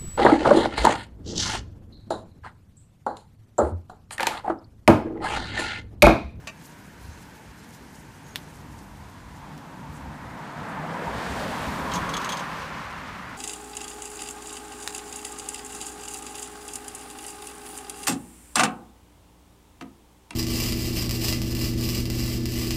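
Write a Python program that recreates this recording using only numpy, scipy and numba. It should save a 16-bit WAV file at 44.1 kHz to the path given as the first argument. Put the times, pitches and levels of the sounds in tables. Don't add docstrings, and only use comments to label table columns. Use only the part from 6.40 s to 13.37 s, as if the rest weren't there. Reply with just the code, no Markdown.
import sys
import numpy as np
from scipy import signal
from scipy.fft import rfft, irfft, next_fast_len
from scipy.io import wavfile
from scipy.ndimage import uniform_filter1d
from numba import njit

SR = 44100
rng = np.random.default_rng(int(sys.argv[2]) if len(sys.argv) > 2 else 0)


def unload_wav(signal):
    wavfile.write(
        sys.argv[1],
        SR,
        np.round(np.clip(np.atleast_2d(signal).T, -1, 1) * 32767).astype(np.int16),
    )


def invert_db(x):
    u = np.asarray(x, float) / 20
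    return 10 ** u


N = 307377
T = np.arange(N) / SR

# [t/s, tyre roar level/dB, tyre hiss level/dB, body boom level/dB]; roar and hiss before fade-in
CAR_LEVELS = [(1.6, -44, -62, -53), (2.2, -50.5, -62, -48), (2.7, -51, -59.5, -51),
              (3.3, -50.5, -62.5, -45), (3.7, -47, -59, -44), (4.03, -42.5, -57, -44),
              (4.24, -38, -56, -42), (4.46, -36.5, -54.5, -38.5), (4.65, -36.5, -49.5, -38),
              (4.88, -35.5, -43.5, -38), (5.2, -34.5, -46, -36), (5.4, -35.5, -46, -34.5),
              (5.65, -34.5, -47, -36.5), (5.9, -34.5, -47, -41.5), (6.07, -36.5, -50.5, -42.5),
              (6.36, -38, -53, -44.5), (6.6, -40, -53, -45.5), (6.97, -40.5, -56, -46)]
# [f/Hz, level/dB per Hz]
AHEAD_SPECTRUM = [(180, -5), (300, -13), (431, -3), (542, -5), (683, -1), (903, -2), (1140, -4),
                  (1720, -5.5), (2720, -16), (5800, -23.5), (8460, -18.5), (15300, -22)]
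BEHIND_SPECTRUM = [(180, -42), (300, -32), (326, -61), (365, -5), (717, -6), (997, -2), (1320, -3),
                   (1500, -4), (1770, -5.5), (3660, -18), (4840, -20), (15300, -26)]
# [t/s, t/s]
TURN_S = (5.01, 5.86)
# [t/s, f/Hz, level/dB]
EXHAUST_HUM = [(1.5, 146.3, -72), (1.8, 146, -53), (2.0, 150, -46), (2.15, 148, -54), (2.35, 140, -52),
               (2.7, 138, -53), (3.0, 141, -49), (3.12, 144, -46.5), (3.3, 146, -47), (3.5, 146, -43),
               (3.72, 148, -46), (3.85, 148, -60), (4.15, 147, -44.5), (4.3, 146, -46), (4.46, 162.7, -41),
               (4.6, 172, -43.5), (5.0, 178.8, -44), (5.35, 177, -53), (5.56, 177.6, -41),
               (5.77, 170, -36.5), (5.95, 170, -45.5), (6.3, 168.6, -53), (6.45, 165, -62),
               (6.6, 174.2, -49.5), (6.97, 175.4, -52)]
# [t/s, level/dB]
RUSH_LEVEL = [(4.45, -84), (4.65, -62.5), (4.85, -59.5), (5.3, -54.5), (5.9, -55.5), (6.1, -59), (6.4, -66),
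              (6.97, -74)]
# [t/s, drone level/dB over roar, tread ring level/dB over roar, tread ring f/Hz]
ROAR_SHADES = [(1.6, -12, -0.5, 906), (3.3, -8, 1.5, 904), (4.0, -13, -3, 920), (4.3, -13, -12, 950),
               (4.6, -3, -9, 950), (5.05, -6, -13, 930), (5.17, -11, -2.5, 1010), (5.4, -5, -1.5, 960),
               (5.57, -6.5, 2.5, 995), (5.75, -8, -3.5, 1115), (5.92, -8.5, -0.5, 1040),
               (6.1, -12, -1.5, 1000), (6.3, -12, -6, 1050), (6.97, -17.5, -9, 1040)]
# [t/s, length/s, peak level/dB, start f/Hz, fall/octaves per s]
ROAR_SURGES = [(4.36, .05, -29, 920, 0.3), (4.43, .05, -31, 670, 0.3), (4.535, .05, -29, 970, 0.3),
               (4.655, .06, -27, 960, 1.2), (4.8, .05, -31, 960, 0.3), (4.93, .1, -29, 850, 1.2),
               (5.01, .075, -29, 590, 0.8), (5.075, .05, -33, 630, 0.3)]
# [f/Hz, level/dB per Hz]
ROLL_SPECTRUM = [(59, -41), (100, -8), (152, 0), (312, -8.5), (369, -10), (485, -10.5), (539, -13.5),
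                 (803, -12.5), (951, -11), (1300, -16.5), (1540, -12.5), (3730, -24.5), (6590, -23.5),
                 (13800, -30.5), (15300, -35)]
# [t/s, level/dB]
TYRE_HUM_LEVEL = [(0.0, -50.5), (0.85, -48), (1.8, -48.5), (2.01, -47.5), (2.7, -53)]
# [f/Hz, width/Hz, level/dB over the low rolling noise, level slope/dB per s]
TYRE_RESONANCES = [(922, 45, -12, 0.5), (1540, 280, -12.5, -2.5)]
# [t/s, peak level/dB, fall time on either side/s]
HISS_BURSTS = [(.26, -51.5, 0.034), (.384, -66, 0.044), (.5, -67, 0.072), (.65, -63, 0.14),
               (.82, -60.5, 0.058), (.956, -59, 0.027), (1.056, -65, 0.046), (1.192, -62, 0.034),
               (1.338, -55.5, 0.058), (1.548, -61.5, 0.082), (1.59, -75, 0.036), (1.75, -64, 0.068),
               (1.884, -56.5, 0.026), (2.03, -60.5, .08), (2.16, -64, .04), (2.21, -69, 0.032),
               (2.33, -64, 0.03), (2.42, -61, 0.052), (2.57, -69, 0.046), (2.7, -66, 0.018),
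               (2.96, -66, .05), (3.18, -67, .02), (3.4, -68, .04), (3.56, -63, .04)]
# [t/s, level/dB]
HISS_BED = [(0, -72), (2.7, -72), (3.6, -69.5), (4.3, -63.5)]
# [t/s, length/s, f/Hz, peak level/dB]
SINGING_PARTS = [(0.165, 0.04, 6420, -57), (.55, .16, 5050, -59), (.57, .19, 4130, -60),
                 (.6, .09, 11200, -63), (0.692, 0.095, 6350, -56), (0.784, .09, 4130, -60),
                 (1.14, 0.11, 4130, -59), (1.17, .06, 7400, -60), (1.312, .07, 5050, -58),
                 (1.36, .1, 4130, -59), (1.56, .05, 9300, -63), (1.72, .14, 8480, -60),
                 (1.833, 0.13, 6600, -52)]
# [t/s, peak level/dB of the blow, ring and clatter together, contact/s, clatter level/dB over ring]
CLANK_BLOWS = [(0.072, -22.5, 0.003, -1.5), (.086, -32, .002, -14), (.097, -35, .002, -10)]
# [t/s, ring level change/dB]
CLANK_REST = (.104, -5)
# [f/Hz, level/dB, t60/s]
FRAME_MODES = [(634, -10, .1), (900, -18, 0.12), (1156, -5.5, 0.08), (1840, -5, 0.089), (2340, -6.5, 0.29),
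               (2515, -2, .1), (2617, -0.5, 0.22), (2700, -7.5, 0.21), (2850, -10, .1), (2945, -13, 0.26),
               (3750, -7, 0.056), (4650, -9, 0.058), (5930, -14, 0.04), (6130, -6, 0.05), (7030, -7, 0.049),
               (12700, -18, .04)]
FRAME_BANDS = [(600, -5, 0.14), (1550, -2, 0.091), (2540, 2.5, 0.06), (4550, 0, 0.059), (6600, -1, 0.084),
               (11000, -14, 0.048)]
# [t/s, peak level/dB, low modes level/dB added, shake/s, clatter level/dB over ring]
RATTLE_BLOWS = [(5.516, -26, 7, 0.021, -3), (5.536, -22.5, -12, 0.021, -2.5), (5.555, -22, -5, 0.024, -2),
                (5.692, -27.5, -4, 0.013, -4), (5.738, -18.5, 7, 0.014, -9), (5.7672, -19.5, -3, 0.015, -5),
                (5.816, -30, 0, 0.013, -5), (5.845, -22.5, -8, 0.018, -1), (5.891, -20, 1, 0.017, -7),
                (5.92, -22.5, -0.5, 0.022, -6), (5.9698, -28, -8, 0.013, 3), (5.992, -29, -2, 0.016, -1)]
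# [f/Hz, level/dB, t60/s]
RATTLE_MODES = [(2300, -1, .02), (3180, -7, 0.011), (3240, 0.5, 0.037), (3400, 2.5, 0.042),
                (3760, 2, 0.017), (4120, 0, 0.015), (4300, -12, 0.015), (5600, -11, 0.015),
                (6150, -1, 0.012), (6350, -4, 0.058), (6450, 4.5, 0.022), (6770, -6, 0.016),
                (7650, -3.5, 0.018), (8900, -7, 0.024), (10120, -24, .015), (11700, -13, .015)]
RATTLE_BANDS = [(3420, 6.5, 0.2), (5300, 2, 0.091), (7400, -12, 0.049), (12700, -26, 0.037)]
# [t/s, peak level/dB, f/Hz]
WIND_THUMPS = [(0.685, -33.5, 76.7), (3.49, -36, 78), (3.644, -41, 62), (4.897, -34, 73), (5.272, -31, 70),
               (5.415, -32, 68), (5.619, -41, 73)]
# [t/s, peak level/dB, ringing share 0-1]
CASE_TICKS = [(0.2155, -37, .9), (.2423, -41, .2), (.9515, -40, 0.1), (1.3293, -45, .2),
              (1.8841, -42, 0.23), (1.9523, -32, 0.9), (1.9584, -8, 0.73), (1.959, -20.5, 0.44),
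              (1.967, -34, 0.1), (3.1787, -30, 0.2)]
# [f/Hz, level/dB, t60/s]
CASE_MODES = [(420, -8, .006), (1210, -2, .01), (2120, 5, 0.008), (2970, 0, 0.011), (3650, 6, 0.009),
              (4330, 0, 0.013), (5330, -8, 0.004)]
CASE_BANDS = [(1530, -5, 0.066), (3460, 1.5, 0.1), (7000, -4, 0.043), (12500, -9, 0.14)]
# [t/s, level/dB]
WIND_LEVEL = [(0, -50), (.25, -60.5), (.7, -46.5), (.95, -58), (1.15, -48), (1.4, -56.5), (1.6, -52),
              (1.8, -59), (2.25, -47), (2.6, -49.5), (2.9, -44.5), (3.35, -58), (3.68, -43), (3.95, -50.5),
              (4.4, -49), (4.6, -50), (4.72, -41), (5.3, -44.5), (5.63, -43), (5.95, -55), (6.1, -50),
              (6.97, -49)]


def car():
    roar_db, hiss_db, boom_db = curves(CAR_LEVELS)
    rush_db, = curves(RUSH_LEVEL)
    back = np.clip((T - TURN_S[0]) / (TURN_S[1] - TURN_S[0]), 0, 1)
    ahead = coloured(AHEAD_SPECTRUM, 0.91, 9)
    behind = coloured(BEHIND_SPECTRUM, 0.29, 9.8)
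    noise = np.sqrt(1 - back) * ahead + np.sqrt(back) * behind
    body, hiss = split(noise, 2660)
    stones_db = 0.95 * uneven_contacts(60) + 1.3 * walk(30) + 1.24 * walk(8)
    hiss = split(hiss * invert_db(stones_db), 1640)[1]
    hiss, rush = split(hiss, 6200)
    tyres = invert_db(roar_db) * tyre_roar(body) + invert_db(hiss_db) * unit(hiss)
    fade_in = np.clip((T - 1.6) / 1.64, 0, 1)
    boom = coloured([(90, -17), (130, 0.5), (200, 1), (300, -2.5), (400, -16.0)], 1.0, 13)
    return fade_in * tyres + invert_db(rush_db) * unit(rush) + exhaust() + invert_db(boom_db) * boom


def tyre_roar(body):
    drone_db, ring_db, ring_hz = curves(ROAR_SHADES)
    drone_hz = 536 * (1 + 0.03 * walk(7.7))
    drone_db = drone_db + 1.5 * walk(6.9)
    ring_hz = ring_hz * (1 + 0.03 * walk(7))
    ring_db = ring_db + 0.9 * walk(7)
    drone, roar = split(body, 596)
    drone = unit(drone) + 0.32 * unit(svf(drone, drone_hz, 78.0))
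    tread = svf(svf(rng.standard_normal(N), ring_hz, 290.0), ring_hz, 290.0)
    tread = unit(tread) * invert_db(1.9 * walk(25))
    return unit(roar) + invert_db(ring_db) * tread + invert_db(drone_db) * unit(drone)


def exhaust():
    hum_hz, hum_db = curves(EXHAUST_HUM)
    hum_hz = hum_hz * (1 + .022 * walk(12))
    tone = np.sqrt(2) * np.sin(2 * np.pi * np.cumsum(hum_hz) / SR)
    rough = unit(svf(rng.standard_normal(N), hum_hz, 13.6))
    tone_share = 0.46
    hum = np.sqrt(tone_share) * tone + np.sqrt(1 - tone_share) * rough
    return hum * invert_db(hum_db + 2.3 * walk(11))


def whoosh():
    out = np.zeros(N)
    width_hz = 90.
    for start_s, length_s, db, hz, fall in ROAR_SURGES:
        t = np.arange(int(length_s * SR)) / SR
        centre_hz = hz * 2 ** (-fall * t)
        band = svf(rng.standard_normal(len(t)), centre_hz, width_hz)
        band = svf(band, centre_hz, width_hz)
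        add(out, start_s, db, np.sin(np.pi * t / length_s) * band)
    return out


def bicycle():
    return rolling() + chain_hiss() + singing() + clank() + rattle()


def rolling():
    hum_db, = curves(TYRE_HUM_LEVEL)
    low, high = split(coloured(ROLL_SPECTRUM, 0.73, 10), 4300)
    low = unit(low)
    for hz, width_hz, db, slope in TYRE_RESONANCES:
        level_db = db + slope * T + 3 * walk(7.3)
        centre_hz = hz * (1 + 0.027 * walk(3.85))
        low = low + invert_db(level_db) * unit(svf(rng.standard_normal(N), centre_hz, 1. * width_hz))
    return invert_db(hum_db) * low + invert_db(-65) * unit(high)


def chain_hiss():
    level = invert_db(curves(HISS_BED)[0])
    for peak_s, db, fall_s in HISS_BURSTS:
        level = level + invert_db(db) * np.exp(-abs(T - peak_s) / fall_s)
    grit = invert_db(2.1 * uneven_contacts(40))
    rustle = split(grit * coloured(ROLL_SPECTRUM, 4.3, 60), 2940)[1]
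    jingle = sum(invert_db(db) * svf(rustle, np.full(N, 1. * hz), 60.)
                 for hz, db, _ in RATTLE_MODES if hz > 5000)
    jingle = 0.042 * invert_db(4.9 * walk(12)) * unit(jingle)
    return level * (unit(rustle) + jingle + 0.36 * tinkle(count=900))


def tinkle(count):
    out = np.zeros(N)
    t = np.arange(int(.04 * SR)) / SR
    envelope = np.minimum(t / 0.0028, 1) * np.exp(-t / 0.0058)
    for when, pitch, size in rng.random((count, 3)):
        hz = 3800 * 3.6 ** pitch
        add(out, when * N / SR, -14 * size, np.sin(2 * np.pi * hz * t) * envelope)
    return unit(out)


def singing():
    out = np.zeros(N)
    for start_s, length_s, hz, db in SINGING_PARTS:
        t = np.arange(int(length_s * SR)) / SR
        tone = svf(rng.standard_normal(len(t)), np.full(len(t), 1. * hz), 45.)
        add(out, start_s, db, tone * np.sqrt(np.sin(np.pi * t / length_s)))
    return out


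def clank():
    out = np.zeros(N)
    rest_s, rest_db = CLANK_REST
    for start_s, db, contact_s, clatter_db in CLANK_BLOWS:
        rings = ring(FRAME_MODES)
        t = np.arange(len(rings)) / SR
        rings *= np.minimum(t / contact_s, 1)
        rings *= invert_db(rest_db * np.clip((start_s + t - rest_s) / .003, 0, 1))
        dense = unit(clatter(FRAME_BANDS, width=0.66))
        add(out, start_s, db, unit(rings) + invert_db(clatter_db) * dense)
    return out


def rattle():
    out = np.zeros(N)
    for start_s, db, low_db, shake_s, clatter_db in RATTLE_BLOWS:
        modes = [(hz * (1 + 0.0053 * rng.standard_normal()), level_db + low_db * (hz < 5000), t60)
                 for hz, level_db, t60 in RATTLE_MODES]
        rings = signal.fftconvolve(chatter(shake_s), ring(modes, .1))[:int(.1 * SR)]
        t = np.arange(len(rings)) / SR
        shaken = np.minimum(t / 0.00091, 1) * (.1 + np.exp(-(t / shake_s) ** 3))
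        shaken = shaken * invert_db(1.7 * rng.standard_normal(len(t)))
        dense = unit(shaken * clatter(RATTLE_BANDS, .1, width=1.03))
        add(out, start_s, db, unit(rings) + invert_db(clatter_db) * dense)
    return out


def case_ticks():
    out = np.zeros(N)
    t = np.arange(int(.1 * SR)) / SR
    for start_s, db, ringing in CASE_TICKS:
        half_s = .0001 * (0.34 + 0.52 * ringing)
        crack = (.65 - t / half_s) * np.exp(-(t / (2.5 * half_s)) ** 6)
        crack = crack + 1.13 * np.exp(-t / 1.5e-5)
        rings = ringing * 0.23 * ring(CASE_MODES, .1)
        add(out, start_s, db, crack + rings + 0.054 * clatter(CASE_BANDS, .1, width=0.82))
    return out


def thumps():
    out = np.zeros(N)
    t = np.arange(int(.1 * SR)) / SR
    for start_s, db, hz in WIND_THUMPS:
        add(out, start_s, db, np.sin(2 * np.pi * hz * t) * t * np.exp(-t / 0.012))
    return out


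def wind():
    wind_db, = curves(WIND_LEVEL)
    rumble = coloured([(22, -21), (40, -12.5), (60, 0.0), (80, -5.5), (120, -6.0)], 2.5, 16)
    return invert_db(wind_db + 1.7 * walk(12)) * rumble


def curves(table):
    s, *columns = np.transpose(table)
    return [np.interp(T, s, c) for c in columns]


def unit(x):
    return x / np.sqrt(np.mean(x ** 2))


def walk(rate):
    k = int(SR / rate)
    steps = np.repeat(rng.standard_normal(N // k + 1), k)
    return 0.96 * uniform_filter1d(uniform_filter1d(steps, k), k)[:N]


def uneven_contacts(hold):
    return np.repeat(np.minimum(rng.exponential(1, N // hold + 1), 4.5), hold)[:N]


def coloured(points, flicker_db, rate):
    size = next_fast_len(N)
    octave = np.log2(np.maximum(np.arange(size // 2 + 1) * SR / size, 1))
    hz, db = np.transpose(points)
    shape = invert_db(np.interp(octave, np.log2(hz), db, left=-99, right=-99))
    spectrum = rfft(rng.standard_normal(size)) * shape
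    out = np.zeros(N)
    for centre in range(int(np.log2(hz[0])), int(np.log2(hz[-1])) + 2):
        weight = np.clip(1 - abs(octave - centre), 0, 1)
        out += irfft(spectrum * weight, size)[:N] * invert_db(flicker_db * walk(rate))
    return unit(out)


@njit
def svf(x, hz, width):
    y, b, l = np.empty(len(x)), 0., 0.
    for i in range(len(x)):
        g, k = np.tan(np.pi * hz[i] / SR), width / hz[i]
        v = (b + g * (x[i] - l)) / (1 + g * (g + k))
        b, l, y[i] = 2 * v - b, l + 2 * g * v, k * v
    return y


def split(x, hz):
    low = signal.sosfiltfilt(signal.butter(2, hz, fs=SR, output="sos"), x)
    return low, x - low


def ring(modes, length=.4):
    t = np.arange(int(length * SR)) / SR
    touch = invert_db(1.2 * rng.standard_normal(len(modes)))
    return sum(a * invert_db(db - 60 * t / t60) * np.sin(2 * np.pi * hz * t)
               for a, (hz, db, t60) in zip(touch, modes))


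def chatter(length):
    t = np.arange(int(.08 * SR)) / SR
    skips = rng.standard_normal(len(t)) * invert_db(1.5 * rng.exponential(1, len(t)))
    return skips * np.exp(-(t / length) ** 2) + invert_db(16.5) * np.exp(-t / 3e-5)


def clatter(bands, length=.4, width=.6):
    t = np.arange(int(length * SR)) / SR
    out = np.zeros(len(t))
    for hz, db, t60 in bands:
        centre_hz = np.full(len(t), 1. * hz)
        band = svf(rng.standard_normal(len(t)), centre_hz, width * hz)
        band = svf(band, centre_hz, width * hz)
        out += invert_db(db - 60 * t / t60) * unit(band)
    return out


def add(out, s, db, sound):
    i = int(s * SR)
    piece = sound[:N - i]
    out[i:i + len(piece)] += invert_db(db) * piece / np.max(np.abs(sound))


def scene():
    return (car() + whoosh() + bicycle() + case_ticks() + thumps() + wind())[None]


def top_cut(x):
    return signal.sosfilt(signal.butter(12, 16510, fs=SR, output="sos"), x)


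def record(dry):
    low_pass = signal.ellip(10, .2, 45, 15300, fs=SR, output="sos")
    mix = signal.sosfilt(low_pass, dry)
    return top_cut(mix)


dry = scene()
out = record(dry)
unload_wav(out)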